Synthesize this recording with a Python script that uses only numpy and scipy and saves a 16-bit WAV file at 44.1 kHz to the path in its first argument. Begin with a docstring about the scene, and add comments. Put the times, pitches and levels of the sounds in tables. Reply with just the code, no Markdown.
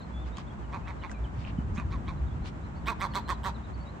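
"""Gull alarm calls in the wind

A gull wheels round and flies close overhead, giving three bursts of short harsh alarm calls.
Each call is a train of sharp pulses that excite the resonances of the throat while the beak
opens and shuts. A small songbird warbles far off, a few soft scuffs, clicks and ticks sound
nearby, and turbulent wind buffets the microphone over the wash of a distant town."""
import sys
import numpy as np
from scipy import signal
from scipy.fft import rfft, irfft
from scipy.io import wavfile
from scipy.ndimage import uniform_filter1d

SR = 44100
rng = np.random.default_rng(int(sys.argv[2]) if len(sys.argv) > 2 else 0)


def pcm_store(signal):
    """Save signal as 16-bit PCM."""
    levels = np.round(np.clip(np.atleast_2d(signal), -1, 1) * 32767)
    wavfile.write(sys.argv[1], SR, levels.astype(np.int16).T)


N = 176400
T = np.arange(N) / SR
HZ = np.maximum(np.arange(N // 2 + 1) * SR / N, 1)

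FIRST_WIDTH_HZ, SECOND_WIDTH_HZ, SECOND_DB = 104, 201, -6
PERIOD_JITTER, TUNING_JITTER, SHIMMER_DB, FLUTTER_DB = .012, .011, 1.8, 2  # from pulse to pulse
RASP_DB, RASP_DECAY_S = -19, .0015  # turbulence after each pulse
VALLEY_HZ, VALLEY_Q = 2890, 7.1  # antiresonance of the throat with the beak wide open
SHUTS_FROM, ONSET_CYCLES = 0.37, 0.22  # share of the call; swell of a resonance
# Further throat resonances in four groups: (frequency [Hz], bandwidth [Hz], relative level [dB])
LOWER = [(356, 140, -22.5), (1400, 360, -6.5), (1530, 109, -11.5), (1820, 320, -9.5)]
MIDDLE = [(3525, 200, -17.5), (4170, 390, -11.5)]
HIGH = [(4900, 440, -27), (6300, 1120, -11.5)]
TOP = [(7620, 820, -9), (9400, 840, -14.5), (13900, 800, -13.5)]
# Opening and shutting of the beak: (position in call [0-1], pitch [ratio],
# first resonance [ratio], upper resonances [ratio], first bandwidth [ratio])
BEAK = [(0, .78, .84, .78, 1), (.17, .9, .92, .88, 1.2), (.35, .98, 1.02, 1, 1.4),
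        (.55, 1, .98, 1.01, 1.15), (.78, .9, .9, .98, .75), (1, .68, .82, .95, .6)]
# Vocal effort: (position in call [0-1], first resonance gain [dB], upper resonance gain [dB])
EFFORT = [(0, -17.5, -18.5), (.17, -8.5, -6.5), (.33, -1, -5.5), (.55, -0.5, -7), (.78, -6, -14),
          (1, -13, -20.5)]


def call(length, pitch, first, second, fall, second_db, middle_db, high_db, top_db):
    """Source and filter: pulses ring throat resonances that rise and sink with the beak's opening."""
    beak, effort = np.array(BEAK).T, np.array(EFFORT).T
    main = [(first, FIRST_WIDTH_HZ, 0), (second, SECOND_WIDTH_HZ, SECOND_DB + second_db)]
    groups = (LOWER, second_db), (MIDDLE, middle_db), (HIGH, high_db), (TOP, top_db)
    modes = np.vstack(main + [np.array(group) + [0, 0, db] for group, db in groups])
    hz, width, db = modes.T[:, :, None]
    index = np.arange(len(hz))[:, None]
    is_first, follows_beak = index == 0, hz < 7000
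    sinks = np.where(index == 1, 1, 0.5 * (index < 2 + len(LOWER)))  # the lower group sinks half as far
    close_neighbours = (index > 1) & (index < 2 + len(LOWER) + len(MIDDLE))
    polarity = np.where(close_neighbours, (-1) ** index, 1)
    hz = hz * (1 + .015 * (index > 1) * rng.standard_normal(hz.shape))  # tuning varies between calls
    t = T[:SR // 60]
    out, at = np.zeros(SR // 5), 0
    for chance in rng.standard_normal((24, len(t) + 2 * len(hz) + 2)):
        if at > length:
            break
        shimmer, jitter, turbulence = chance[0], chance[1], chance[-len(t):]
        detune, flutter = chance[2:-len(t)].reshape(2, -1, 1)
        position = at / length
        pitch_ratio, first_ratio, upper_ratio, widen = (np.interp(position, beak[0], c) for c in beak[1:])
        first_db, upper_db = (np.interp(position, effort[0], c) for c in effort[1:])
        sunk = 2 ** (-fall * sinks * np.interp(position, [SHUTS_FROM, 1], [0, 1]))
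        shift = np.where(is_first, first_ratio, np.where(follows_beak, upper_ratio * sunk, 1))
        tuned = hz * shift * (1 + TUNING_JITTER * detune)
        level = db + np.where(is_first, first_db, upper_db + FLUTTER_DB * flutter) + SHIMMER_DB * shimmer
        onset = 1 - np.exp(-(t * tuned / ONSET_CYCLES) ** 2)
        decay = np.exp(-np.pi * width * np.where(is_first, widen, 1) * t)
        ring = polarity * undb(level) * onset * decay * np.sin(2 * np.pi * tuned * t)
        upper = ring[1:].sum(0)
        rasp = undb(RASP_DB) * turbulence * np.exp(-t / RASP_DECAY_S)
        pulse = ring[0] + upper + signal.fftconvolve(upper, rasp)[:len(t)]
        valley = signal.iirnotch(VALLEY_HZ * upper_ratio, VALLEY_Q, fs=SR)
        add(out, at, signal.lfilter(*valley, pulse))
        at += (1 + PERIOD_JITTER * jitter) / (pitch * pitch_ratio)
    return out


GULL_GAIN_DB = 9.5
GROUND_DB, OVERHEAD_LAG_S = -20, 0.007
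SCATTER_DB, SCATTER_T60_S, TAIL_DB, TAIL_T60_S = 1, 0.092, -14.5, 0.63
# Alarm calls: (time [s], duration [s], top pitch [Hz], relative level [dB], first resonance [Hz],
# second resonance [Hz], its fall as the beak shuts [octaves], gain of second and LOWER [dB],
# gain of MIDDLE [dB], gain of HIGH [dB], gain of TOP [dB])
CALLS = [(0.716, 0.066, 196.1, -37, 1063, 2470, 0.2, -1.5, -5, 2.7, -33),
         (0.861, 0.07, 194, -43.5, 1020, 2350, 0.27, 7, -1, 7, -30),
         (1.017, 0.06, 182.2, -41.5, 1020, 2320, 0.14, 4, 0.5, 2.5, -33),
         (1.755, 0.078, 199.5, -42.5, 1130, 2600, 0.24, 6.5, 0, 10, -15),
         (1.907, 0.064, 190.5, -43.5, 1140, 2400, 0.22, 3, 3, 9, -16),
         (2.0669, 0.053, 187.3, -43, 1086, 2400, 0.17, 4.5, 6, 8.7, -12),
         (2.859, 0.075, 234.4, -31, 1097, 2490, .3, 2, 1.5, 8.1, -0.5),
         (2.997, .076, 199.6, -30, 1095, 2380, 0.39, 1, 0, 7.1, -1.5),
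         (3.137, 0.065, 203.2, -31, 1070, 2360, 0.7, 0, 2.5, 7, 0.5),
         (3.278, 0.057, 188.2, -28.5, 1118, 2040, 0.81, 3, 0.5, 6, -1),
         (3.434, 0.067, 195.6, -29.5, 1081, 2035, 0.8, 1.5, -1.5, 5.3, -0.5)]
# Spectral envelope of the voice: (frequency [Hz], gain [dB])
VOICE_COLOUR = [(150, 3.5), (400, 8.5), (720, -1.5), (1050, 0), (2400, -0.5), (2950, 5.5), (3700, 1.5),
                (5300, -5.5), (8000, -6.5), (15000, 5.5)]
# Flight path: (time [s], angle above the horizon [rad])
ELEVATION = [(0, 0.66), (2, 0.4), (2.9, 0.43), (3.5, 0.94)]
# Level difference between the channels: (frequency [Hz], left minus right [dB])
GULL_BALANCE = [(300, -4.5), (700, -5.5), (1290, -6.5), (2380, -5), (4400, -0.5), (8100, 5), (15000, -3.5)]
# Phase difference between the microphone ports: (frequency [Hz], lead of left [rad])
GULL_PHASE = [(100, 0), (1200, -.55), (1650, -.8), (2400, -.1), (5300, -.3), (7300, .5), (9000, -.3),
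              (10500, -2.6), (14000, -6)]


def gull():
    """Multipath propagation: as the bird climbs, the ground echo lags more and its scatter grows."""
    voice = np.zeros(N)
    for start, length, pitch, db, *throat in CALLS:
        add(voice, start, undb(db + GULL_GAIN_DB) * call(length, pitch, *throat))
    voice = equalise(voice, VOICE_COLOUR)
    overhead = np.sin(np.interp(T, *np.array(ELEVATION).T))
    echo = np.interp(T - OVERHEAD_LAG_S * overhead, T, voice)
    arriving = rfft(voice + undb(GROUND_DB) * echo)
    scatter = undb(SCATTER_DB) * rfft(echo * overhead ** 2) * reverberation(4000, 0.98, SCATTER_T60_S)
    left = undb(spectrum(GULL_BALANCE) / 2) * np.exp(.5j * spectrum(GULL_PHASE))
    tail = undb(TAIL_DB) * reverberation(1200, 1.8, TAIL_T60_S) / 2
    return irfft(arriving * (np.array([left, 1 / left]) + tail) + scatter, N)


WARBLE_DEPTH, TWITTER_DB, SONG_ECHO_DB, SONG_T60_S = .007, 1.8, -7.5, 0.44
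# Song: (time [s], duration [s], start pitch [Hz], middle pitch [Hz], end pitch [Hz], level [dB])
NOTES = [(-.01, .04, 4160, 4010, 3460, -58), (0.016, 0.034, 4400, 4170, 4060, -57.5),
         (0.117, 0.12, 3430, 3426, 3660, -57), (0.216, 0.046, 3620, 3520, 2740, -60),
         (0.316, .05, 3570, 3770, 4000, -59.5), (0.463, .03, 3180, 3530, 3600, -62),
         (0.493, 0.032, 3120, 3310, 3400, -59.5), (0.624, 0.042, 3350, 2950, 2830, -63),
         (0.817, 0.085, 2400, 2600, 3420, -59.5), (0.979, 0.062, 3720, 4060, 3540, -66),
         (1.009, 0.036, 3300, 2870, 2770, -54.5), (1.122, 0.071, 2750, 2344, 2410, -54.5),
         (1.14, 0.04, 3880, 4000, 3840, -68.5), (1.237, 0.028, 3740, 3010, 3080, -53.5),
         (1.571, 0.035, 3070, 3000, 2920, -59), (2.162, 0.037, 4020, 3980, 3500, -68),
         (2.262, 0.035, 3550, 3880, 3100, -63.5), (2.298, 0.039, 3130, 3460, 3400, -63),
         (2.409, 0.083, 3780, 4370, 3950, -65), (2.62, 0.06, 3520, 4170, 3650, -65),
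         (2.743, 0.06, 3850, 4630, 4300, -66), (3.103, 0.063, 4600, 4220, 4500, -58),
         (3.242, 0.079, 4070, 4120, 4400, -56.5), (3.34, 0.027, 4000, 3900, 3750, -57),
         (3.542, 0.032, 4170, 3980, 3430, -54.5), (3.631, 0.042, 3470, 3960, 3300, -59.5),
         (3.723, 0.051, 3720, 4690, 3800, -61.5), (3.786, 0.06, 4330, 4500, 4440, -64),
         (3.851, 0.062, 3890, 3810, 4330, -56.5)]


def songbird():
    """Frequency and amplitude modulation: thin notes of two slurs each, blurred by reverberation."""
    song, warble = np.zeros(N), 1 + WARBLE_DEPTH * band(90, 1)
    for start, length, *pitches, db in NOTES:
        position = (T - start) / length
        on = (position > 0) & (position < 1)
        hz = np.interp(position[on], [0, .5, 1], pitches) * warble[on]
        song[on] += undb(db) * np.sin(np.pi * position[on]) * np.sin(2 * np.pi * np.cumsum(hz) / SR)
    song *= unit(undb(TWITTER_DB * band(60, 0.76)))
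    return song + irfft(rfft(song) * undb(SONG_ECHO_DB) * reverberation(3500, 5.7, SONG_T60_S), N)


CRACK_DECAY_S, RING_DECAY_S = 0.00091, 0.0034
# Small clicks: (time [s], level [dB], ring frequency [Hz], relative ring level [dB])
CLICKS = [(0.3706, -35, 3170, -7), (0.376, -50.5, 3330, -1), (0.3839, -39, 1100, 6.5),
          (0.4002, -54, 1310, 10.5), (1.096, -51.5, 1970, 13.5), (1.115, -41.5, 1580, 4)]


def clicks():
    """Impulse response: each click is a brief crack of noise with one damped resonance."""
    out, t = np.zeros((2, N)), T[:SR // 30]
    lowpass = signal.butter(10, 7700, fs=SR, output="sos")
    for start, db, hz, ring_db in CLICKS:
        ring = undb(ring_db) * np.exp(-t / RING_DECAY_S) * np.sin(2 * np.pi * hz * t)
        for channel in out:
            crack = 2 * signal.sosfilt(lowpass, rng.standard_normal(len(t))) * np.exp(-t / CRACK_DECAY_S)
            add(channel, start, undb(db) * (crack + ring))
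    return out


# Scuffs: (peak time [s], spread [s], level [dB], centre frequency [Hz], width [octaves])
SCUFFS = [(.275, 0.014, -57.5, 1590, 1), (0.39, 0.021, -54.5, 2410, 0.77), (1.117, 0.009, -61, 6400, 0.28),
          (1.41, 0.028, -60, 2500, 0.77), (1.485, 0.02, -54, 1850, 0.75), (1.758, 0.0096, -61, 5700, 0.31),
          (2.474, 0.016, -50.5, 2100, 0.94)]


def scuffs():
    """Friction noise: shoes and clothes give short swells of grainy hiss."""
    out = np.zeros((2, N))
    for at, seconds, db, hz, octaves in SCUFFS:
        grain = unit(undb(2.1 * band(170, 1)))
        out += undb(db) * bell(T - at, seconds) * grain * stereo_band(hz, octaves, side=0.94)
    return out


TICK_HZ, TICK_OCTAVES, TICK_DECAY_S = 2600, 0.15, 0.0019
# A run of dry ticks: (time [s], level [dB])
TICKS = [(1.443, -50), (1.45, -41), (1.464, -50), (1.473, -40), (1.483, -44), (1.501, -43), (1.506, -46)]


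def creak():
    """Exponential decay: ticks of narrow-band noise swell over a millisecond and die away."""
    envelope = sum(undb(db) * (T >= at) * np.exp(-np.abs(T - at) / TICK_DECAY_S) for at, db in TICKS)
    return uniform_filter1d(envelope, size=SR // 1000) * stereo_band(TICK_HZ, TICK_OCTAVES, side=.5)


# Turbulence spectrum: (frequency [Hz], relative spectral density [dB])
WIND_SPECTRUM = [(20, -26.5), (40, 3), (80, 5), (140, -1), (220, -6.5), (400, -23.5), (900, -90.5)]
# Envelope of the gust: (time [s], level [dB])
GUST = [(0, -53), (1.1, -49.5), (1.5, -42), (1.62, -35), (1.85, -36.5), (2.1, -37.5), (2.35, -36),
        (2.55, -43.5), (3.1, -43.5), (4, -52)]
# Single buffets: (peak time [s], spread [s], frequency [Hz], level [dB])
BUFFETS = [(1.232, 0.029, 60, -28), (1.385, 0.0067, 107.4, -27), (1.589, 0.0024, 180, -18),
           (1.632, 0.012, 73, -33), (1.785, 0.0033, 195, -25.5), (1.852, 0.0053, 80.5, -21),
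           (2.244, 0.031, 66, -26), (2.425, 0.0098, 65, -27)]


def wind():
    """Turbulent pressure on the microphone: a rumbling gust with brief low wave packets."""
    colour = undb(spectrum(WIND_SPECTRUM))
    out = undb(np.interp(T, *np.array(GUST).T)) * stereo(noise(colour), 0.33 * noise(colour))
    for at, seconds, hz, db in BUFFETS:
        out += undb(db) * bell(T - at, seconds) * np.cos(2 * np.pi * hz * (T - at))
    return out


WASH_DB, FLICKER_DB = -41.5, 0.79
DRONE_HZ, DRONE_DB, UPPER_DRONE_HZ, UPPER_DRONE_DB = 60.5, -42.5, 216.9, -55
# Open-air wash: (frequency [Hz], relative spectral density [dB])
WASH_SPECTRUM = [(15, -72), (25, -26), (42, -10.5), (64, -2.5), (86, -5.5), (169, -9), (198, -11.5),
                 (378, -20), (445, -24.5), (631, -24), (919, -24.5), (997, -24.5), (1490, -30.5),
                 (2630, -41.5), (3440, -46.5), (5280, -54), (7500, -52), (11200, -77), (15500, -57.5)]
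# Its stereo width: (frequency [Hz], side minus mid [dB])
WASH_WIDTH = [(40, -14.5), (125, -11), (300, -3.5), (1000, 2), (8000, -1)]


def town():
    """Diffuse field: a distant wash, wider in the treble, over a wavering narrow-band drone."""
    colour = undb(spectrum(WASH_SPECTRUM))
    side = equalise(noise(colour), WASH_WIDTH)
    wash = undb(WASH_DB + FLICKER_DB * band(9.3, 0.58)) * stereo(noise(colour), side)
    upper_drone = undb(UPPER_DRONE_DB) * band(UPPER_DRONE_HZ, 0.042)
    drone = undb(DRONE_DB) * stereo_band(DRONE_HZ, 0.094, side=0.33)
    return wash + upper_drone + drone


def reverberation(hz, octaves, t60):
    """Diffuse decay: left and right frequency response of an echo falling 60 dB in t60 seconds."""
    echo = np.array([band(hz, octaves) for _ in range(2)]) * np.exp(-np.log(1000) * T / t60)
    return rfft(echo / np.sqrt(np.sum(echo ** 2) / 2))


def undb(db):
    """Decibels to amplitude ratio."""
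    return 10 ** (np.asarray(db) / 20)


def unit(x):
    """Normalisation to rms 1."""
    return x / np.sqrt(np.mean(x ** 2))


def bell(x, width):
    """Gaussian window."""
    return np.exp(-.5 * (x / width) ** 2)


def spectrum(points):
    """Interpolation of (Hz, value) points on a log-frequency axis."""
    hz, value = np.array(points).T
    return np.interp(np.log(HZ), np.log(hz), value)


def equalise(x, points):
    """Zero-phase filtering by a curve of (Hz, dB) points."""
    return irfft(rfft(x) * undb(spectrum(points)), N)


def noise(gain):
    """Spectral shaping of white noise, at rms 1."""
    return unit(irfft(rfft(rng.standard_normal(N)) * gain, N))


def band(hz, octaves):
    """Band noise, Gaussian in log frequency."""
    return noise(bell(np.log2(HZ / hz), octaves))


def stereo(mid, side):
    """Sum and difference: mid and side to left and right."""
    return np.array([mid + side, mid - side])


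def stereo_band(hz, octaves, side):
    """Partial coherence: band noise widened by an independent side signal."""
    return stereo(band(hz, octaves), side * band(hz, octaves))


def add(out, start, sound):
    """Superposition of a short sound at a start time in seconds."""
    i = max(int(start * SR), 0)
    out[i:i + len(sound)] += sound[:max(N - i, 0)]


def scene():
    """Superposition of all sources under the open sky."""
    return gull() + songbird() + clicks() + scuffs() + creak() + wind() + town()


CUTOFF_HZ = 15750
# Microphone response: (frequency [Hz], gain [dB])
MIC_RESPONSE = [(18, -35.5), (36, 0.5), (9000, 0.5), (10200, -5), (11200, -6), (11800, -11.5),
                (12800, -2.5), (15500, -19)]


def record(dry):
    """Band limiting: the microphone notches the high treble, and the very top is cut."""
    lowpass = signal.ellip(10, .2, 80, CUTOFF_HZ, fs=SR, output="sos")
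    return signal.sosfilt(lowpass, equalise(dry, MIC_RESPONSE))


dry = scene()
out = record(dry)
pcm_store(out)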